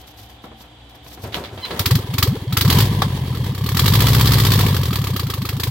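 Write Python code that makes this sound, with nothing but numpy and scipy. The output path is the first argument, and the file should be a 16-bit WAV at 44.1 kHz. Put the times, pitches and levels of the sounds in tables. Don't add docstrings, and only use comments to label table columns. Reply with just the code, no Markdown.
import sys
import numpy as np
from scipy import signal
from scipy.fft import rfft, irfft
from scipy.io import wavfile
from scipy.ndimage import uniform_filter1d

SR = 44100
rng = np.random.default_rng(int(sys.argv[2]) if len(sys.argv) > 2 else 0)


def store_pcm(level_fs):
    pcm = np.round(np.clip(level_fs, -1, 1) * 32767).astype(np.int16)
    wavfile.write(sys.argv[1], SR, np.atleast_2d(pcm).T)


def attenuation_scalar(level_db):
    decades = np.asarray(level_db, float) / 20
    return 10 ** decades


N = 251370
TIME = np.arange(N) / SR


def curve(rows, column):
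    rows = np.array(rows)
    return np.interp(TIME, rows[:, 0], rows[:, column])


def gains(points):
    hz, db = np.transpose(points)
    return np.interp(np.log(np.arange(N // 2 + 1) * SR / N + 1), np.log(hz + 1), db)


def hiss(points, alike_hz=1600):
    mid, side = (rfft(rng.standard_normal(N)) * attenuation_scalar(gains(points)) for _ in range(2))
    hz = np.arange(N // 2 + 1) * SR / N
    side = side * hz / np.hypot(hz, alike_hz)
    both = irfft(np.array([mid + side, mid - side]), N)
    return both / np.sqrt(np.mean(both ** 2))


def resonate(x, table):
    total = 0
    for hz, width, db in table:
        b, a = signal.iirpeak(hz, hz / width, fs=SR)
        total = total + attenuation_scalar(db) * signal.lfilter(b, a, x)
    return total


def modes(x, table):
    y = resonate(x, table)
    return y / np.sqrt(np.mean(y ** 2))


def walk(rate):
    k = int(SR / rate)
    held = np.repeat(rng.standard_normal(N // k + 1), k)
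    return 1.2 * uniform_filter1d(held, k)[:N]


def add(out, s, grain):
    i = max(int(round(s * SR)), 0)
    out[i:i + len(grain)] += grain[:max(N - i, 0)]


def burst(rise_s, fall_s):
    t = np.arange(int(SR * (3 * rise_s + 8 * fall_s))) / SR
    shape = (1 - np.exp(-t / rise_s)) ** 2 * np.exp(-t / fall_s)
    return shape / shape.max()


def swells(rows, column, fall_db_s, floor_db):
    ramps = []
    for row in rows:
        climb_db_s = 20 / row[-1]
        below_db = np.where(TIME < row[0], climb_db_s * (row[0] - TIME), fall_db_s * (TIME - row[0]))
        ramps.append(row[column] - below_db)
    return np.maximum(np.max(ramps, axis=0), floor_db)


# f/Hz, level/dB
GENERATOR_HUM = [(59.2, -48.5), (118.4, -52.5), (226.1, -61.5), (296.1, -60), (506.0, -64.5), (759.0, -60)]
# f/Hz, width/Hz, level/dB
GENERATOR_FAN = [(3110, 83, -2), (3355, 82, 0.1), (3640, 57, -5), (3930, 67, -13), (4600, 93, -14)]


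def generator():
    hum = 0
    for hz, db in GENERATOR_HUM:
        wavering_s = TIME + np.cumsum(.014 * walk(20)) / SR
        hum = hum + attenuation_scalar(db + 2 * walk(9.8)) * np.sqrt(2) * np.sin(2 * np.pi * hz * wavering_s)
    fan = attenuation_scalar(-52.5) * modes(hiss([(100, 0), (16000, 0)]), GENERATOR_FAN)
    return hum + fan


# f/Hz, level/dB (per Hz)
AIR = [(18, -48), (30, -31), (43, -12.5), (64, 6), (145, -15), (161, -6.5), (210, -24.5), (303, -5),
       (328, -13), (600, -16), (740, -8.5), (1190, -20.5), (4080, -24.5), (5170, -60.5), (16000, -57)]


def outdoor_air():
    level_db = -44 - 1.5 + 0.5 * walk(2.63)
    return attenuation_scalar(level_db) * hiss(AIR, alike_hz=1390)


# t/s, level/dB, time to climb 20 dB/s
RUSTLE = [(0.0, -50.5, .02), (0.076, -47, .015), (0.19, -48, .04), (0.23, -47, .03), (0.305, -52, .04),
          (0.442, -57, .04), (0.61, -50, .06), (0.896, -57, .01), (0.95, -58, .03), (1.072, -46, .045),
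          (1.116, -45, .03), (1.242, -44, .065), (1.35, -38, .03), (1.442, -53, .09), (1.57, -57, .15),
          (1.68, -62, .15)]
# f/Hz, level/dB (per Hz)
LEAVES = [(2650, -15), (4500, 1.5), (6030, -3), (7290, -10.5), (8830, -14), (13100, 1), (16000, -10.5)]


def rustle():
    level_db = swells(RUSTLE, column=1, fall_db_s=240, floor_db=-74)
    return attenuation_scalar(level_db + 2.2 + 2.9 * walk(150)) * hiss(LEAVES)


# t/s, length/s, f/Hz, level/dB
CREAKS = [
    (.16, .1, 105, -43),
    (.46, .14, 224, -42),
]


def seat_creaks():
    total = 0
    for s, length, hz, db in CREAKS:
        swell = np.sqrt(np.sin(np.pi * np.clip((TIME - s) / length, 0, 1)))
        total = total + attenuation_scalar(db + 3 * walk(40)) * swell * np.sin(2 * np.pi * hz * TIME)
    return total


def yard():
    return generator() + rustle() + seat_creaks() + outdoor_air()


# t/s, click level/dB, body level/dB under the click, length/s
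KNOCKS = [(0.037, -38, -47, 0.02), (0.076, -39, -47, 0.02), (0.188, -33, -51, 0.025),
          (0.23, -40, -57, 0.014), (0.292, -37, -45, 0.035), (0.44, -38, -31, 0.023),
          (0.464, -50, -42, 0.025), (0.515, -48, -38, 0.027), (0.606, -40, -41, 0.02),
          (0.6389, -42, -44, 0.02), (0.895, -40, -48, 0.018), (0.947, -42, -43, 0.024),
          (1.063, -37, -40, 0.024), (1.115, -33, -47, 0.029), (1.175, -38, -42, 0.02),
          (1.238, -26.5, -36, 0.037), (1.3234, -22.5, -48, 0.026), (1.3423, -14, -31, 0.033),
          (1.438, -21.5, -43, 0.06), (1.5745, -26.5, -37, 0.044), (1.6494, -15.5, -42, 0.022),
          (1.7065, -15, -28, 0.023)]
# f/Hz, level/dB (per Hz)
CLICK = [(710, -32), (1200, -4), (2300, -2), (2830, -2), (3870, -1), (8530, -31.5), (13200, -21),
         (15000, -24), (16000, -27)]


def knocks(boom):
    click, body = np.zeros((2, N))
    for s, click_db, body_db, length in KNOCKS:
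        add(click, s, attenuation_scalar(click_db - 11) * burst(0.00048, max(.5 * length, .002)))
        add(body, s, attenuation_scalar(body_db - 0.5) * burst(0.00033, max(0.67 * length, .003)))
    return click * attenuation_scalar(3.3 * walk(700)) * hiss(CLICK) + body * boom


# t/s, rumble level/dB, grind level/dB, time to climb 20 dB/s
HEAVES = [(1.19, -39, -48, .03), (1.244, -29.5, -31, .02), (1.375, -28, -25, .05), (1.532, -32, -36, .06),
          (1.735, -32, -25, .06), (1.8, -30, -28, .027)]
# f/Hz, width/Hz, level/dB
HOUSING = [(405, 45, 0), (545, 55, -3), (200, 30, -5)]


def cranking(boom):
    on_s, off_s, motor_db = 1.1, 1.85, -48
    turning = np.clip((TIME - on_s) / 0.046, 0, 1) * np.clip((off_s - TIME) / 0.06, 0, 1)
    rumble_db = swells(HEAVES, column=1, fall_db_s=120, floor_db=motor_db)
    rumble = attenuation_scalar(rumble_db) * modes(rng.standard_normal(N), [(92, 20, 5.0), (160, 78, -16)])
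    grind_db = swells(HEAVES, column=2, fall_db_s=150, floor_db=motor_db) - 2.1
    housing = modes(rng.standard_normal(N), HOUSING)
    grind = attenuation_scalar(grind_db) * (attenuation_scalar(-4) * boom + attenuation_scalar(-3) * housing)
    return turning * (rumble + grind)


# multiple of the note, level/dB
SQUEAK_TONES = [(1, -40), (2, -46), (3, -40), (4, -31), (5, -50)]


def belt_squeak():
    start_s, end_s, from_hz, to_hz = 1.614, 1.654, 1024, 1004
    along = np.clip((TIME - start_s) / (end_s - start_s), 0, 1)
    phase = 2 * np.pi * np.cumsum(from_hz + (to_hz - from_hz) * along ** 2) / SR
    tones = sum(attenuation_scalar(db + 3.5 + 4 * walk(200)) * np.sin(k * phase) for k, db in SQUEAK_TONES)
    return np.sqrt(np.sin(np.pi * along ** 2.1)) * tones


# f/Hz, width/Hz, level/dB
BODY = [(223, 31, 10.5), (354, 34, 2.5), (482, 49, 1.7), (635, 66, -1.5), (1033, 430, -2.5)]


def starting():
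    boom = modes(hiss(AIR[4:]), BODY)
    return knocks(boom) + cranking(boom) + belt_squeak()


# t/s, speed/rpm
SPEED = [(2.6583, 1020.4), (2.7, 1171.0), (2.85, 1879.0), (2.9, 1573.5), (3.0, 1610.8), (3.12, 1411.1),
         (3.405, 1224.8), (3.461, 1430.8), (3.53, 891.6), (3.649, 1134.1), (3.736, 1092.6), (4.007, 1853.0),
         (4.283, 1943.3), (4.501, 1733.6), (4.671, 1573.0), (4.959, 1107.4), (5.364, 771.0), (5.7, 870.0)]
# t/s, burn level/dB
THROTTLE = [(2.6, -30), (2.66, -8), (2.72, -12.5), (2.84, -15), (2.87, -35), (3.2, -42), (3.41, -31),
            (3.5, -34), (3.7, -19), (3.83, -11), (3.98, -14), (4.11, -15.5), (4.6, -14.5), (4.69, -22),
            (5.11, -21), (5.54, -20), (5.68, -16)]
# f/Hz, level/dB (per Hz)
GEAR = [(210, -5), (350, -7), (452, -1), (653, -11), (1010, -2), (1380, -25.5), (1600, -11), (2460, -16.5),
        (3340, -12), (8710, -33.5), (11300, -23.5), (14800, -29.5), (16000, -19)]
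# f/Hz, width/Hz, level/dB
COVERS = [(1007, 100, -1.5), (1775, 90, -4.5), (2075, 72, -1.5), (3220, 99, 1), (4370, 97, 0)]


def decades(rpm):
    full_rpm = 1900
    return np.log10(rpm / full_rpm)


def clatter_db():
    engages_s, lets_go_s, slowest_rpm, mesh_db = 1.6, 2.88, 640, 7.5
    rpm = np.interp(TIME, *np.transpose([(SPEED[0][0] - .08, slowest_rpm)] + list(SPEED)))
    running_db = -28.5 + 42 * decades(rpm) + .06 * curve(THROTTLE, 1)
    drag_db = 9 * np.exp(-np.abs(TIME - 1.8) / .3)
    meshed = np.clip((lets_go_s - TIME) / .08, 0, 1)
    not_yet_db = 30 * np.clip((engages_s + .05 - TIME) / .15, 0, 2)
    return running_db + (mesh_db + drag_db) * meshed - not_yet_db


def clatter():
    steady_db = clatter_db()
    gear = attenuation_scalar(steady_db + 2.2 + 2.4 * walk(60) + 2.24 * walk(400)) * hiss(GEAR, alike_hz=1390)
    ticks_per_s = 160
    ticks = (rng.random(N) < ticks_per_s / SR) * attenuation_scalar(4.2 * rng.standard_normal(N))
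    return gear + attenuation_scalar(steady_db - 11) * modes(ticks, COVERS)


# t/s, pressure level/dB, burn level/dB
CATCH = [(1.8078, -6, -12), (1.8717, -7, -10), (1.921, -3.5, -6.5), (1.9638, -2, -8), (2.0005, -9.5, -33),
         (2.049, -14.5, -44), (2.0965, -16.5, -39), (2.1505, -10, -15), (2.1937, -4.5, -11),
         (2.2385, -4, -10), (2.2855, -6.5, -14), (2.3299, -12.5, -29.5), (2.377, -11, -43),
         (2.427, -13, -40), (2.4795, -15, -47), (2.538, -5.5, -12), (2.581, -5, -9.5), (2.6209, -6.5, -10)]
# lateness/s, thump f/Hz, thump t60/s, thump level/dB, puff level/dB, snap share
STUBS = [(0, 101, 0.085, -10.5, -10, .1), (.0004, 116, 0.051, -4, -8.5, 0.58),
         (-.0032, 95, 0.066, -5, 0, 0.51), (-.0028, 88, 0.055, -4.5, -0.3, 0.98)]
# start f/Hz, climb per stroke, quickening, fade/dB per stroke, length/strokes, level/dB
RINGS = [(109.6, .6, 0.154, 13.5, 2, -2.5), (229.2, 0.748, 0.019, 9, 1.3, -25.5),
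         (236.2, 0.743, .02, 12, 1.28, -25), (236.5, 0.85, .1, 9, 1.25, -20)]


def strokes():
    done = np.cumsum(curve(SPEED, 1) * (TIME > SPEED[0][0])) / SR / 30
    s = np.interp(np.arange(int(done[-1]) + 1) + 1e-6, done, TIME)
    burn_db = np.interp(s, *np.transpose(THROTTLE))
    rpm = np.interp(s, *np.transpose(SPEED))
    pressure_db = -1.7 + 21 * decades(rpm) + .18 * burn_db
    pressure_db = pressure_db + 4.5 * np.exp(-(s - s[0]) / .07)
    s = s + np.array(STUBS)[np.arange(len(s)) % 4, 0]
    s, pressure_db, burn_db = np.c_[np.transpose(CATCH), [s, pressure_db, burn_db]]
    which = (np.arange(len(s)) - len(CATCH)) % 4
    stub, ring = np.array(STUBS)[which], np.array(RINGS)[which]
    chance = rng.standard_normal((3, len(s)))
    thump_db = pressure_db + stub[:, 3] + .45 * chance[0]
    ring_db = pressure_db + ring[:, -1] + .45 * chance[1]
    puff_db = burn_db + stub[:, 4] + 1.36 * chance[2]
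    return s, which, thump_db, ring_db, puff_db


def thump(t, which, gap_s, unburnt):
    _, hz, t60, _, _, snappy = STUBS[which]
    hz = hz * (1 + 0.12 * unburnt)
    before, after = np.minimum(t, 0), np.maximum(t, 0)
    swing = -np.cos(2 * np.pi * hz * t) * np.exp(-(before / 0.0063) ** 2 - np.log(1000) * after / t60)
    snap = np.exp(np.minimum(t + .004, 0) / .0022 - (np.maximum(t + .004, 0) / .0012) ** 2)
    snap_share = snappy * (0.37 + 0.016 / gap_s + 0.55 * unburnt)
    return (1 - 0.41 * unburnt) * swing + snap_share * snap


def climbing_ring(t, which, gap_s, unburnt):
    ring_hz, climb, quickening, fade_db, lasts, _ = RINGS[which]
    before, after = np.minimum(t, 0), np.maximum(t, 0)
    fade_db = fade_db * (1 - 0.16 * unburnt) + 6 * unburnt * np.maximum(after / gap_s - .8, 0)
    turn = np.minimum(after / gap_s, lasts)
    note_hz = ring_hz * np.exp(climb * turn + quickening * turn ** 2)
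    cycles = np.cumsum(note_hz) / SR + ring_hz * t[0]
    favour_db = 7.93 * (1 - .8 * unburnt) * np.exp(-((note_hz - 477) / 70.6) ** 2)
    favour_db = favour_db - 6.5 * np.exp(-((note_hz - 293) / 45) ** 2)
    shut = np.clip((lasts - turn) / 0.4, 0, 1)
    fade = attenuation_scalar(favour_db - fade_db * turn) * shut * np.exp(-(before / 0.0064) ** 2)
    return fade * np.cos(2 * np.pi * cycles)


WHISTLE_HZ = [992, 1080, 1148, 1080]


def valve_whistle(which, gap_s, puff_db):
    pip = burst(.002, 0.0027)
    t = np.arange(len(pip)) / SR
    hz = WHISTLE_HZ[which] * (1.06 - .002 / gap_s + 0.056 * rng.standard_normal()) * (1 + 18 * t)
    level_db = 0.55 * puff_db - 14 + 2.5 * rng.standard_normal()
    return attenuation_scalar(level_db) * pip * np.sin(2 * np.pi * np.cumsum(hz) / SR)


def gap_sweep(puff_db):
    pip = burst(.002, 0.0027)
    t = np.arange(len(pip)) / SR
    flutter = 1 + 0.46 * uniform_filter1d(rng.standard_normal(len(pip)), size=24)
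    hz = 4200 * (1 + 0.1204 * rng.standard_normal()) - 3000 * np.exp(-t / 0.002933)
    level_db = puff_db - 5.5 + 1.8 * rng.standard_normal()
    return attenuation_scalar(level_db) * pip * np.sin(2 * np.pi * np.cumsum(hz * flutter) / SR)


def exhaust():
    s, stub, thump_db, ring_db, puff_db = strokes()
    gap_s = np.gradient(s)
    low, whistle, jet = np.zeros((3, N))
    lead_s = .02
    t = np.arange(int(.14 * SR)) / SR - lead_s
    for k, which in enumerate(stub.astype(int)):
        unburnt = np.clip((STUBS[which][4] - 27 - puff_db[k]) / 8, 0, 1)
        push = attenuation_scalar(thump_db[k]) * thump(t, which, gap_s[k], unburnt)
        ring = attenuation_scalar(ring_db[k] + 0.99 * unburnt) * climbing_ring(t, which, gap_s[k], unburnt)
        add(low, s[k] - lead_s, push - ring)
        opens_s = s[k] - .0055 - .16 * gap_s[k]
        add(whistle, opens_s - .002, valve_whistle(which, gap_s[k], puff_db[k]))
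        add(whistle, opens_s - .0005, gap_sweep(puff_db[k]))
        add(jet, opens_s - 0.0003, attenuation_scalar(puff_db[k]) * burst(.0024, 0.0041))
        add(jet, opens_s, attenuation_scalar(puff_db[k] - 14.5) * burst(0.0046, .018))
    return low, whistle, jet


# f/Hz, level/dB (per Hz)
BANG = [(290, -35), (500, -3.5), (1180, -4), (2390, -13), (2890, -18), (3390, -6), (8960, -33),
        (14700, -24), (16000, -37)]


def backfire():
    bang = np.zeros(N)
    add(bang, 3.021 - .002, attenuation_scalar(-10) * burst(0.0009, 0.0055))
    return bang * hiss(BANG)


# f/Hz, width/Hz, level/dB
PIPES = [(202.6, 42, -4), (265, 36, 3.5), (369, 33, -2.5)]
# f/Hz, level/dB (per Hz)
JET = [(410, -45), (700, -12.5), (1210, -5), (1500, -8.5), (1730, -5.5), (2630, -11.5), (3370, -5.5),
       (4490, -6.5), (5470, -10), (5920, -14.5), (9110, -23), (13100, -9), (16000, -13)]


def engine():
    low, whistle, jet = exhaust()
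    pipe_db = 5.5 + .2 * curve(THROTTLE, 1)
    low = low + attenuation_scalar(pipe_db) * resonate(low, PIPES)
    gas = jet * attenuation_scalar(-2.0 + 1.5 * walk(500)) * hiss(JET, alike_hz=2100)
    return low + gas + whistle + clatter() + backfire()


def scene():
    buggy = engine() + starting()
    t = np.arange(int(.15 * SR)) / SR
    trunks = rng.standard_normal((2, len(t))) * attenuation_scalar(-60 * t / 0.11) * (t > .004)
    bright = signal.sosfilt(signal.butter(2, 900, "high", fs=SR, output="sos"), buggy)
    echoes = attenuation_scalar(-30.5) * signal.fftconvolve(bright, trunks, axes=1)[:, :N]
    return buggy + echoes + yard()


def roll_off(x):
    return signal.sosfilt(signal.butter(12, 16980, fs=SR, output="sos"), x)


# f/Hz, left minus right level/dB
PORTS = [(60, 0.5), (110, 0.5), (200, 1), (380, 0), (700, 3.0), (1290, 1.5), (2380, -1.5), (4400, -5),
         (8120, 16), (15000, -4.5)]


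def record(dry):
    tilt_db = gains(PORTS) / 2
    ports = irfft(rfft(dry) * attenuation_scalar(np.array([tilt_db, -tilt_db])), N)
    ports = signal.sosfiltfilt(signal.butter(2, 49, "high", fs=SR, output="sos"), ports)
    ports = signal.sosfilt(signal.ellip(8, .3, 50, 15900, fs=SR, output="sos"), ports)
    mix = np.clip(np.tanh(0.62 * ports) / 0.63, -.95, .95)
    return roll_off(mix)


dry = scene()
out = record(dry)
store_pcm(out)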